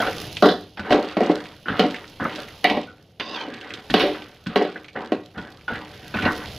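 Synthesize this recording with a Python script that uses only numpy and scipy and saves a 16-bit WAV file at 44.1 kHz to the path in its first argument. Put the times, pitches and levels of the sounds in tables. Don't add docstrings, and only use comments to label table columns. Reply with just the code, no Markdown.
import sys
import numpy as np
from scipy import signal
from scipy.fft import rfft, irfft
from scipy.io import wavfile
from scipy.ndimage import uniform_filter1d, minimum_filter1d

SR = 44100
rng = np.random.default_rng(int(sys.argv[2]) if len(sys.argv) > 2 else 0)


def generate_wav(sig):
    pcm = np.round(np.clip(np.atleast_2d(sig).T, -1, 1) * 32767).astype(np.int16)
    wavfile.write(sys.argv[1], SR, pcm)


N = 290160
TAIL_S = np.arange(SR * 3 // 4) / SR


def amp(db):
    return 10 ** (np.asarray(db) / 20)


def unit(x):
    return x / np.sqrt(np.mean(x ** 2) + 1e-20)


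def read(points, hz):
    f, value = np.transpose(points)
    return np.interp(np.log(hz + 1), np.log(f + 1), value)


def follow(rows):
    s, db = np.transpose(rows)
    return np.interp(np.arange(N) / SR, s, db)


def add(mix, s, sound):
    part = mix[max(round(s * SR), 0):][:len(sound)]
    part += sound[:len(part)]


def colour(x, points):
    gain_db = read(points, np.fft.rfftfreq(len(x), 1 / SR))
    return irfft(rfft(x) * amp(gain_db), len(x))


def causal(x, points):
    hz = abs(np.fft.fftfreq(4096, 1 / SR))
    gain = np.maximum(unit(amp(read(points, hz))), 1e-5)
    taps = np.fft.ifft(np.exp(np.conj(signal.hilbert(np.log(gain))))).real
    return signal.fftconvolve(x, taps[:len(taps) // 2])[:len(x)]


def treble(hz, corner_hz):
    return 1 / (1 + (corner_hz / (hz + 1)) ** 5)


def grains(per_s, spread_db, count=N):
    size = amp(spread_db * np.minimum(rng.exponential(1, count), 5))
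    hit = rng.random(count) < per_s / SR
    return unit(size * rng.choice([-1, 1], count) * hit)


def snap(fall_s, after_db):
    scatter = unit(rng.standard_normal(len(TAIL_S)) * np.exp(-TAIL_S / fall_s))
    click = amp(after_db) * scatter / np.sqrt(len(TAIL_S))
    click[0] += 1
    return click / np.linalg.norm(click)


def shifting(x, depth_db):
    z = signal.stft(x, SR, nperseg=512)[2]
    field = rng.standard_normal(z.shape)
    for _ in range(2):
        field = uniform_filter1d(field, size=3, axis=0)
        field = uniform_filter1d(field, size=7, axis=1)
    patches = unit(amp(depth_db * unit(field)))
    return signal.istft(z * patches, SR, nperseg=512)[1][:len(x)]


def ring(modes, weight=np.zeros_like, spread_db=0.5):
    hz, db, t60_s = np.transpose(modes)
    size = amp(db + spread_db * rng.standard_normal(len(hz))) * rng.choice([-1, 1], len(hz))
    size *= amp(weight(hz)) / np.linalg.norm(size)
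    hz, t60_s = hz[:, None], t60_s[:, None]
    swell = 1 - np.exp(-(2 * hz * TAIL_S) ** 2)
    decay = np.exp(-np.log(1000) * TAIL_S / t60_s)
    return size @ (swell * decay * np.sin(2 * np.pi * hz * TAIL_S))


# frequency in Hz, t60 in s.
DENSE_T60 = [(150, 0.11), (500, 0.36), (1500, 0.27), (4000, 0.44), (12000, 0.37)]


def dense_ring(points, weight, shape, patchy_db=3.5):
    fine = shifting(grains(per_s=5000, spread_db=0.0, count=len(TAIL_S)), patchy_db)
    hz, t, z = signal.stft(fine, SR, nperseg=512)
    fall_db = weight(hz)[:, None] - 60 * t / read(DENSE_T60, hz)[:, None]
    ringing = signal.istft(z * amp(fall_db), SR, nperseg=512)[1][:len(TAIL_S)]
    return causal(shape * ringing, points)


# time in s, relative level in dB.
RUMBLE_CURVE = [(0.0, -43.5), (0.37, -42), (0.6, -54), (2.67, -53.5), (3.48, -58.5), (4.05, -51.5),
                (4.63, -59.5), (5.48, -54.5), (6.43, -44), (6.58, -38.5)]
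# frequency in Hz, relative density in dB per Hz.
FLAME_COLOUR = [(20, -13), (42, -6), (80, 8.5), (170, 7), (250, -0.5), (420, 7.5), (750, 2), (1200, -22),
                (3000, -73)]


def flame(level_db=1, steady_db=-62):
    roar = unit(colour(rng.standard_normal(N), FLAME_COLOUR))
    high_share = treble(np.fft.rfftfreq(N, 1 / SR), corner_hz=228)
    high = irfft(rfft(roar) * high_share, N)
    return amp(follow(RUMBLE_CURVE) + level_db) * unit(roar - high) + amp(steady_db) * unit(high)


def bubbles(cycles):
    t, out = TAIL_S[:512], np.zeros(N)
    for hz in np.geomspace(1500, 7000, num=22):
        age = t * hz / cycles
        ping = (1 - np.exp(-2 * age)) * np.exp(-age) * np.sin(2 * np.pi * hz * t)
        out += hz * signal.oaconvolve(grains(per_s=40, spread_db=-0.5), ping)[:N]
    return out


# frequency in Hz, relative density in dB per Hz.
SPIT_COLOUR = [(300, -15), (4000, 6), (6200, 1), (8300, -11), (11000, -1), (16000, -11)]


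def droplets():
    bursts = np.zeros(N)
    for _ in range(6):
        burst = snap(fall_s=.002, after_db=5)[:512]
        bursts += signal.oaconvolve(grains(per_s=60, spread_db=3.8), burst)[:N]
    return unit(causal(bursts, SPIT_COLOUR))


# time in s, relative level in dB.
SIZZLE_LEVEL = [(0.0, -50.5), (0.33, -54), (0.72, -70.5), (1.36, -68), (1.59, -68), (2.58, -61),
                (2.91, -75.5), (3.2, -78), (3.74, -73.5), (4.01, -53), (4.29, -70.5), (4.98, -77.5),
                (5.66, -70.5), (6.36, -56)]
# frequency in Hz, relative density in dB per Hz.
OIL_COLOUR = [(300, 28), (700, 28), (1500, 5), (3000, 25), (4300, 18), (6000, 9.5), (7200, 2.5),
              (8300, -18), (10000, 7.5), (11700, 8), (13500, -6), (16000, -1)]


def sizzle(hiss_db=13, pops_db=3, spits_db=6):
    hiss = unit(colour(grains(per_s=4500, spread_db=2.8), OIL_COLOUR))
    pops = unit(colour(bubbles(cycles=3.5), OIL_COLOUR))
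    oil = amp(hiss_db) * hiss + amp(pops_db) * pops + amp(spits_db) * droplets()
    return amp(follow(SIZZLE_LEVEL)) * oil


# multiple of its pitch, relative density in dB.
NUT_COLOUR = [(.1, -34), (.62, -12), (1, 0), (1.5, -8), (2.2, -21), (8, -56)]


def nut_click(nut_hz, fall_s=0.0096, size_db=21):
    click = snap(fall_s, after_db=7)
    return amp(size_db) * causal(click, np.array(NUT_COLOUR) * [nut_hz, 1])


def heap(per_s, spread_db):
    pitches_hz, out = np.geomspace(1700, 4000, num=10), np.zeros(N)
    for hz in pitches_hz:
        click = causal(snap(fall_s=.002, after_db=-2)[:1024], np.array(NUT_COLOUR) * [hz, 1])
        out += signal.oaconvolve(grains(per_s / len(pitches_hz), spread_db), click)[:N]
    return unit(out)


# start in s, relative level in dB, hardness as treble in dB,
# boom centre in Hz, chatter against the blow in dB.
WOK_KNOCKS = [(0.424, 3, -6.5, 610, -8.5), (0.458, -2.5, -7.5, 574, -6), (0.488, -12.5, 1.5, 700, -2),
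              (0.9061, -4, -10, 730, -4), (0.922, -1.5, -10.5, 292, -30), (0.945, -1.5, -29, 450, -18),
              (0.987, -8.5, -31, 600, -6.5), (1.031, -19, -12, 420, -5), (1.1684, -8.5, -13.5, 574, -3.5),
              (1.205, -8, -16.5, 605, 3), (1.2969, -3.5, -25, 310, -10.5), (1.7944, -2.5, -6, 760, -5.5),
              (1.839, -5, -24, 320, -14), (2.643, -7.5, 2.5, 705, -4), (2.699, -11.5, -2.5, 290, 2.5),
              (2.771, -10.5, -16, 613, -28), (3.479, -22.5, -30, 298, -14), (3.940, -4, -1, 910, -5.5),
              (3.998, -21.5, 12.5, 400, 6), (4.035, -11, -44, 417, 6), (4.067, -16.5, -20, 415, 3.5),
              (4.5586, -3.5, -8, 830, -3), (4.613, -8.5, -17.5, 424, -14), (4.649, -17.5, -13, 580, -5.5),
              (5.1203, -6.5, -18.5, 376, -23)]
# start in s, relative level in dB, pitch in Hz.
NUT_DROPS = [(0.3684, -21, 2700), (0.796, -33, 3030), (1.122, -41, 3330), (1.235, -29, 2600),
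             (1.262, -36.5, 4100), (1.315, -33, 2940), (1.456, -34, 2340), (1.9096, -33, 2840),
             (1.944, -26, 1900), (1.9606, -30.5, 2600), (2.079, -42.5, 3740), (2.2958, -31, 1900),
             (2.3585, -32.5, 3580), (2.432, -39, 2880), (2.484, -36.5, 2000), (2.832, -36, 2550),
             (3.538, -35.5, 2600), (3.6121, -34, 2580), (3.6457, -34.5, 2060), (3.7049, -29, 2070),
             (3.7382, -28, 3150), (3.904, -25.5, 3200), (4.145, -26, 1480), (4.2212, -33.5, 2280),
             (4.4688, -28, 2760), (4.8451, -37.5, 2250), (4.8833, -35.5, 2280), (5.382, -39, 2700),
             (5.7555, -25.5, 1870), (6.171, -23.5, 1710), (6.2241, -21.5, 2260)]


def peanuts(press, tumble_db=-15, settle_s=0.1, jump_db=-24, land_s=0.02):
    out, jolt = np.zeros(N), np.zeros(N)
    for s, db, nut_hz in NUT_DROPS:
        add(out, s, amp(db) * nut_click(nut_hz))
    for s, db, hard_db, _, _ in WOK_KNOCKS:
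        add(jolt, s, amp(db + hard_db / 2 + jump_db) * np.exp(-TAIL_S / land_s))
    keep = np.exp(-1 / (settle_s * SR))
    motion = signal.lfilter([1 - keep], [1, -keep], press)
    tumble, rattle = heap(per_s=130, spread_db=3), heap(per_s=350, spread_db=2)
    return out + amp(tumble_db) * motion * tumble + jolt * rattle


# start in s, relative level in dB, depth as bass in dB.
STOVE_THUDS = [(0.792, -28, -2), (1.696, -20.5, -2), (2.209, -29.5, -2), (2.249, -37.5, 4),
               (3.898, -18.5, -5.5), (4.464, -24.5, -4), (4.962, -34, -3), (5.368, -27.5, -2.5),
               (5.713, -35, 11), (6.149, -23.5, 0), (6.223, -22, 5.5)]
# frequency in Hz, relative density in dB per Hz.
THUD_COLOUR = [(25, -29), (45, -4.5), (85, -1), (130, -4), (200, 4), (280, -1.5), (450, -29.5),
               (1500, -25.5), (5000, -88.5)]


def thuds(rise_s=0.0021, fall_s=0.029):
    out = np.zeros(N)
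    shape = (1 - np.exp(-TAIL_S / rise_s)) * np.exp(-TAIL_S / fall_s)
    for s, db, depth_db in STOVE_THUDS:
        push = colour(rng.standard_normal(len(TAIL_S)), [(130, depth_db), (200, 0)])
        add(out, s, amp(db) * causal(shape * push, THUD_COLOUR))
    return out


# frequency in Hz, relative level in dB, t60 in s.
WOK_MODES = [(171.8, -17.5, 0.62), (268.7, -14, 0.58), (294.7, -4, 0.33), (303.8, -5.5, 0.49),
             (385.7, -3, 0.31), (427, 0.5, 0.22), (492, -8, 0.37), (588.7, 0.5, 0.2), (723, 3.5, 0.13),
             (762.3, -1.5, 0.22), (1103, -6.5, 0.2), (1285, -22, 0.077), (1540, -4.5, 0.35),
             (1933, 2.5, 0.17), (2243, 3.5, 0.06), (2700, -11.5, 0.2), (2905, 3, 0.084), (2990, -11, 0.15),
             (3800, -21, 0.12), (3500, -13.5, 0.21)]
# frequency in Hz, relative density in dB.
CLATTER_COLOUR = [(40, -61.5), (135, -23.5), (190, 9.5), (400, 3.5), (780, 0), (1100, 0), (2100, 4.5),
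                  (4100, -4.5), (5500, -19.5), (8000, -49.5), (11000, -34.5), (16000, -56)]


def strike(hard_db, boom_hz, node_hz, node_db, modes_db=-2, dense_db=-8, surge_db=8.5, surge_s=0.017,
           boom_db=5, boom_octaves=0.33, node_octaves=0.34, sway_db=6, sway_per_hard=0.18):
    def weight(hz):
        boom = np.exp(-(np.log2((hz + 1) / boom_hz) / boom_octaves) ** 2)
        node = np.exp(-(np.log2((hz + 1) / node_hz) / node_octaves) ** 2)
        bass = 1 - treble(hz, corner_hz=255)
        hard = (hard_db + 1.5) * treble(hz, corner_hz=1270)
        sway = (sway_db + sway_per_hard * hard_db) * bass
        return hard + boom_db * (boom - .5) + node_db * node + sway

    surge = 1 + amp(surge_db) * np.exp(-TAIL_S / surge_s)
    modes = surge * ring(WOK_MODES, weight)
    return amp(modes_db) * modes + amp(dense_db) * dense_ring(CLATTER_COLOUR, weight, surge)


# start in s, band centre in Hz, its level change in dB.
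GRATE_SEATS = [(0, 2370, -21), (0.7, 1789, -5), (1.1, 3430, -7), (1.5, 1820, -9), (2.4, 1480, -9.5),
               (3.4, 2070, -10.5), (4.4, 3580, 2)]
# frequency in Hz, relative density in dB per Hz.
CRACK_COLOUR = [(500, -9), (4000, 11), (6000, 4), (8000, -6), (11000, 0), (16000, -2)]
REBOUND_DB, REBOUND_HZ = -7, 440
CRACK_DB, CRACK_S = -16.5, .0006


def knocks(level_db=-9.0, chatter_s=0.029):
    out = np.zeros(N)
    for s, db, hard_db, boom_hz, chatter_db in WOK_KNOCKS:
        _, node_hz, node_db = [seat for seat in GRATE_SEATS if seat[0] <= s][-1]
        blow = strike(hard_db, boom_hz, node_hz, node_db)
        rebound = strike(hard_db + REBOUND_DB, REBOUND_HZ, node_hz, node_db)
        bounces = grains(per_s=400, spread_db=0.0, count=len(TAIL_S)) * np.exp(-TAIL_S / chatter_s)
        chatter = unit(signal.fftconvolve(rebound, bounces)[:len(TAIL_S)]) * np.std(blow)
        crack = causal(rng.standard_normal(len(TAIL_S)) * np.exp(-TAIL_S / CRACK_S), CRACK_COLOUR)
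        body = amp(level_db) * (blow + amp(chatter_db) * chatter)
        add(out, s, amp(db) * (body + amp(hard_db + CRACK_DB) * crack))
    return out


# start in s, length in s, pressure in dB,
# bite of the edge as treble in dB.
BLADE_STROKES = [(0, 0.097, -25, -1.5), (0.762, 0.11, -38.5, 0), (0.83, 0.18, -28.5, -7),
                 (1.025, 0.095, -37.5, 7), (1.189, 0.14, -28, -3.5), (1.665, 0.19, -26.5, -1),
                 (2.193, 0.05, -26, -21), (2.273, 0.13, -35, 3), (2.626, 0.059, -30.5, -6),
                 (3.205, 0.17, -36.5, -8), (3.336, 0.22, -35, -3), (3.612, 0.17, -38, 0.5),
                 (3.95, 0.035, -27, 12.5), (4.146, 0.023, -35, -19), (4.476, 0.21, -35, -0.5),
                 (4.945, 0.028, -26, -10), (5.339, 0.045, -31, -16), (5.676, 0.095, -30.5, -2.5),
                 (5.874, 0.25, -44, 0), (6.134, 0.1, -29, 2.5), (6.218, 0.049, -20.5, -22),
                 (6.361, 0.066, -37.5, -20)]
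PRESS_S, LET_GO_S = 0.027, 0.038
SLIDE_DB, SLIDE_S = -3.5, 0.1
REST_DB = -86


def pushing():
    t = np.arange(N) / SR
    press, bite = np.full(N, amp(REST_DB)), np.full(N, amp(REST_DB))
    for start_s, length_s, db, bite_db in BLADE_STROKES:
        after = np.maximum(t - start_s - length_s, 0)
        slide = amp(SLIDE_DB) * np.exp(-after / SLIDE_S)
        release = np.maximum(np.exp(-after / LET_GO_S), slide)
        force = amp(db) * np.clip((t - start_s) / PRESS_S, 0, 1) * release
        press, bite = np.hypot(press, force), np.hypot(bite, amp(bite_db) * force)
    return press, bite


# frequency in Hz, relative density in dB per Hz.
RUB_COLOUR = [(60, -25), (140, -2.5), (230, 13.5), (400, 5.5), (750, 7), (1100, 6), (1550, 7), (2200, 1),
              (3500, -5.5), (4800, -19), (6500, -37), (8500, -49), (12000, -41.5), (16000, -60)]


def scrape(press, bite, body_db=-2, wok_db=-9, patchy_db=4):
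    slips = press * grains(per_s=2300, spread_db=2.0)
    rub = causal(shifting(slips, patchy_db), RUB_COLOUR)
    rasp = causal(bite * grains(per_s=900, spread_db=2.5), RUB_COLOUR)
    high = treble(np.fft.rfftfreq(N, 1 / SR), corner_hz=2180)
    contact = irfft(amp(body_db) * rfft(rub) * (1 - high) + rfft(rasp) * high, N)
    tone = ring(WOK_MODES, lambda hz: -8 * treble(hz, corner_hz=1200))
    return contact + amp(wok_db) * signal.fftconvolve(slips, tone / np.linalg.norm(tone))[:N]


def resonate(x, hz, width_hz):
    turn, r = np.exp(2j * np.pi * np.cumsum(hz) / SR), np.exp(-np.pi * width_hz / SR)
    return 2 * (turn * signal.lfilter([1 - r], [1, -r], x / turn)).real


# time in s, relative level in dB, factor on the gap resonances.
DRAG_CURVE = [(3.193, -54.5, 0.92), (3.21, -37.5, 0.91), (3.33, -36, 0.96), (3.36, -29, 0.9),
              (3.39, -37, 0.79), (3.415, -33, 0.82), (3.499, -58, 0.69)]
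# base frequency in Hz, width in Hz, relative level in dB.
GAP_MODES = [(1120, 76, 11), (1600, 130, -3), (2900, 400, 2), (3860, 270, 3.5), (5100, 200, -1)]
# frequency in Hz, relative density in dB per Hz.
GRIT_COLOUR = [(150, -10.5), (400, 12), (4200, 1), (6400, -4), (8300, -38), (11000, -24), (16000, -45)]


def drag(level_db=-2.0, grit_db=-8, patchy_db=3):
    s, db, factor = np.transpose(DRAG_CURVE)
    t = np.arange(s[0], s[-1], 1 / SR)
    catches = grains(per_s=1300, spread_db=1.8, count=len(t))
    slips, glide = shifting(catches, patchy_db), np.interp(t, s, factor)
    song = np.zeros(len(t))
    for hz, width_hz, size_db in GAP_MODES:
        once = resonate(slips, hz * glide, width_hz)
        song += amp(size_db) * resonate(once, hz * glide, width_hz)
    grit = amp(grit_db) * causal(catches, GRIT_COLOUR)
    out = np.zeros(N)
    add(out, s[0], amp(level_db + np.interp(t, s, db)) * (unit(song) + grit))
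    return out


# start in s, relative level
# in dB, treble in dB, free blade ring in dB.
BLADE_CLINKS = [(0.0014, -16.5, -2, -1.5), (0.0225, -17.5, -6, -13), (0.0665, -24, 5, 4.5),
                (0.773, -28, 7, -12), (0.793, -25, -2, -1), (1.6573, -27, -7.5, 1),
                (1.6825, -17.5, -0.5, -4), (2.199, -24, -7, 0.5), (2.2073, -25.5, -1.5, 2),
                (2.2494, -15, -13, -9), (2.872, -49, -34, 24.5), (3.1983, -20.5, 11.5, -18),
                (3.21, -35, -15.5, 3.5), (3.9, -23, 9, -8), (4.461, -31.5, 5, 0.5), (4.7576, -27.5, -1, -8),
                (4.9555, -22, -10, -8), (5.379, -25, -8, -2), (5.68, -24, 3.5, 6.5),
                (6.1404, -20.5, 0.5, -10), (6.1868, -27.5, 6, 9), (6.2521, -14, 3.5, -19),
                (6.258, -16, -11, -2), (6.277, -10.5, -20, -4.5)]
# base frequency in Hz, relative level in dB, t60 in s.
BLADE_MODES = [(1390, -6.5, 0.2), (1490, 7, 0.12), (1554, -2.5, 0.09)]


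def clinks(dense_db=-3, fall_s=0.025, detune=0.02):
    out = np.zeros(N)
    for s, db, edge_db, ring_db in BLADE_CLINKS:
        def weight(hz):
            return edge_db * treble(hz, corner_hz=2700)

        steel = dense_ring(RUB_COLOUR, weight, np.exp(-TAIL_S / fall_s))
        pitch = 1 + detune * (2 * rng.random() - 1)
        blade = ring(np.array(BLADE_MODES) * [pitch, 1, 1])
        seating = 1 - np.exp(-TAIL_S * amp(edge_db) / .0006)
        add(out, s, amp(db) * seating * (amp(ring_db) * blade + amp(dense_db) * steel))
    return out


def dense_echo(x, wet_db, t60_s, gap_s=0.0063):
    hit = (rng.random(len(TAIL_S)) < 2500 / SR) * (TAIL_S > gap_s)
    echo = rng.choice([-1, 1], len(TAIL_S)) * hit * amp(-60 * TAIL_S / t60_s)
    return x + amp(wet_db) * signal.fftconvolve(x, echo / np.linalg.norm(echo))[:N]


def kitchen(x):
    return dense_echo(x, wet_db=-12, t60_s=0.34)


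# frequency in Hz, left minus right in dB.
PORT_BALANCE = [(1200, 0), (3300, -3.3), (5400, -10), (8300, 1), (11000, .3)]
# frequency in Hz, level of the left-right difference against common sound in dB.
SIDE_COLOUR = [(40, -31), (150, -66), (500, -40.5), (2000, -28.5), (5000, -13), (8300, -20), (11000, -12),
               (16000, -26)]


def scene():
    press, bite = pushing()
    cooking = sizzle() + peanuts(press) + thuds() + drag() + scrape(press, bite) + clinks() + knocks()
    air = kitchen(cooking) + flame()
    side = colour(dense_echo(air, wet_db=-1.5, t60_s=0.033) - air, SIDE_COLOUR)
    lean = amp(read(PORT_BALANCE, np.fft.rfftfreq(N, 1 / SR)) / 2)
    return irfft([rfft(air + side) * lean, rfft(air - side) / lean], N)


EDGE_HZ = 15650


def record(dry):
    room = np.minimum(.92 / (abs(dry).max(0) + 1e-9), 1)
    limited = dry * uniform_filter1d(minimum_filter1d(room, size=301), size=301)
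    low_pass = signal.firwin(511, EDGE_HZ, window=("kaiser", 9), fs=SR)
    return signal.oaconvolve(limited, low_pass[None], "same")


dry = scene()
out = record(dry)
generate_wav(out)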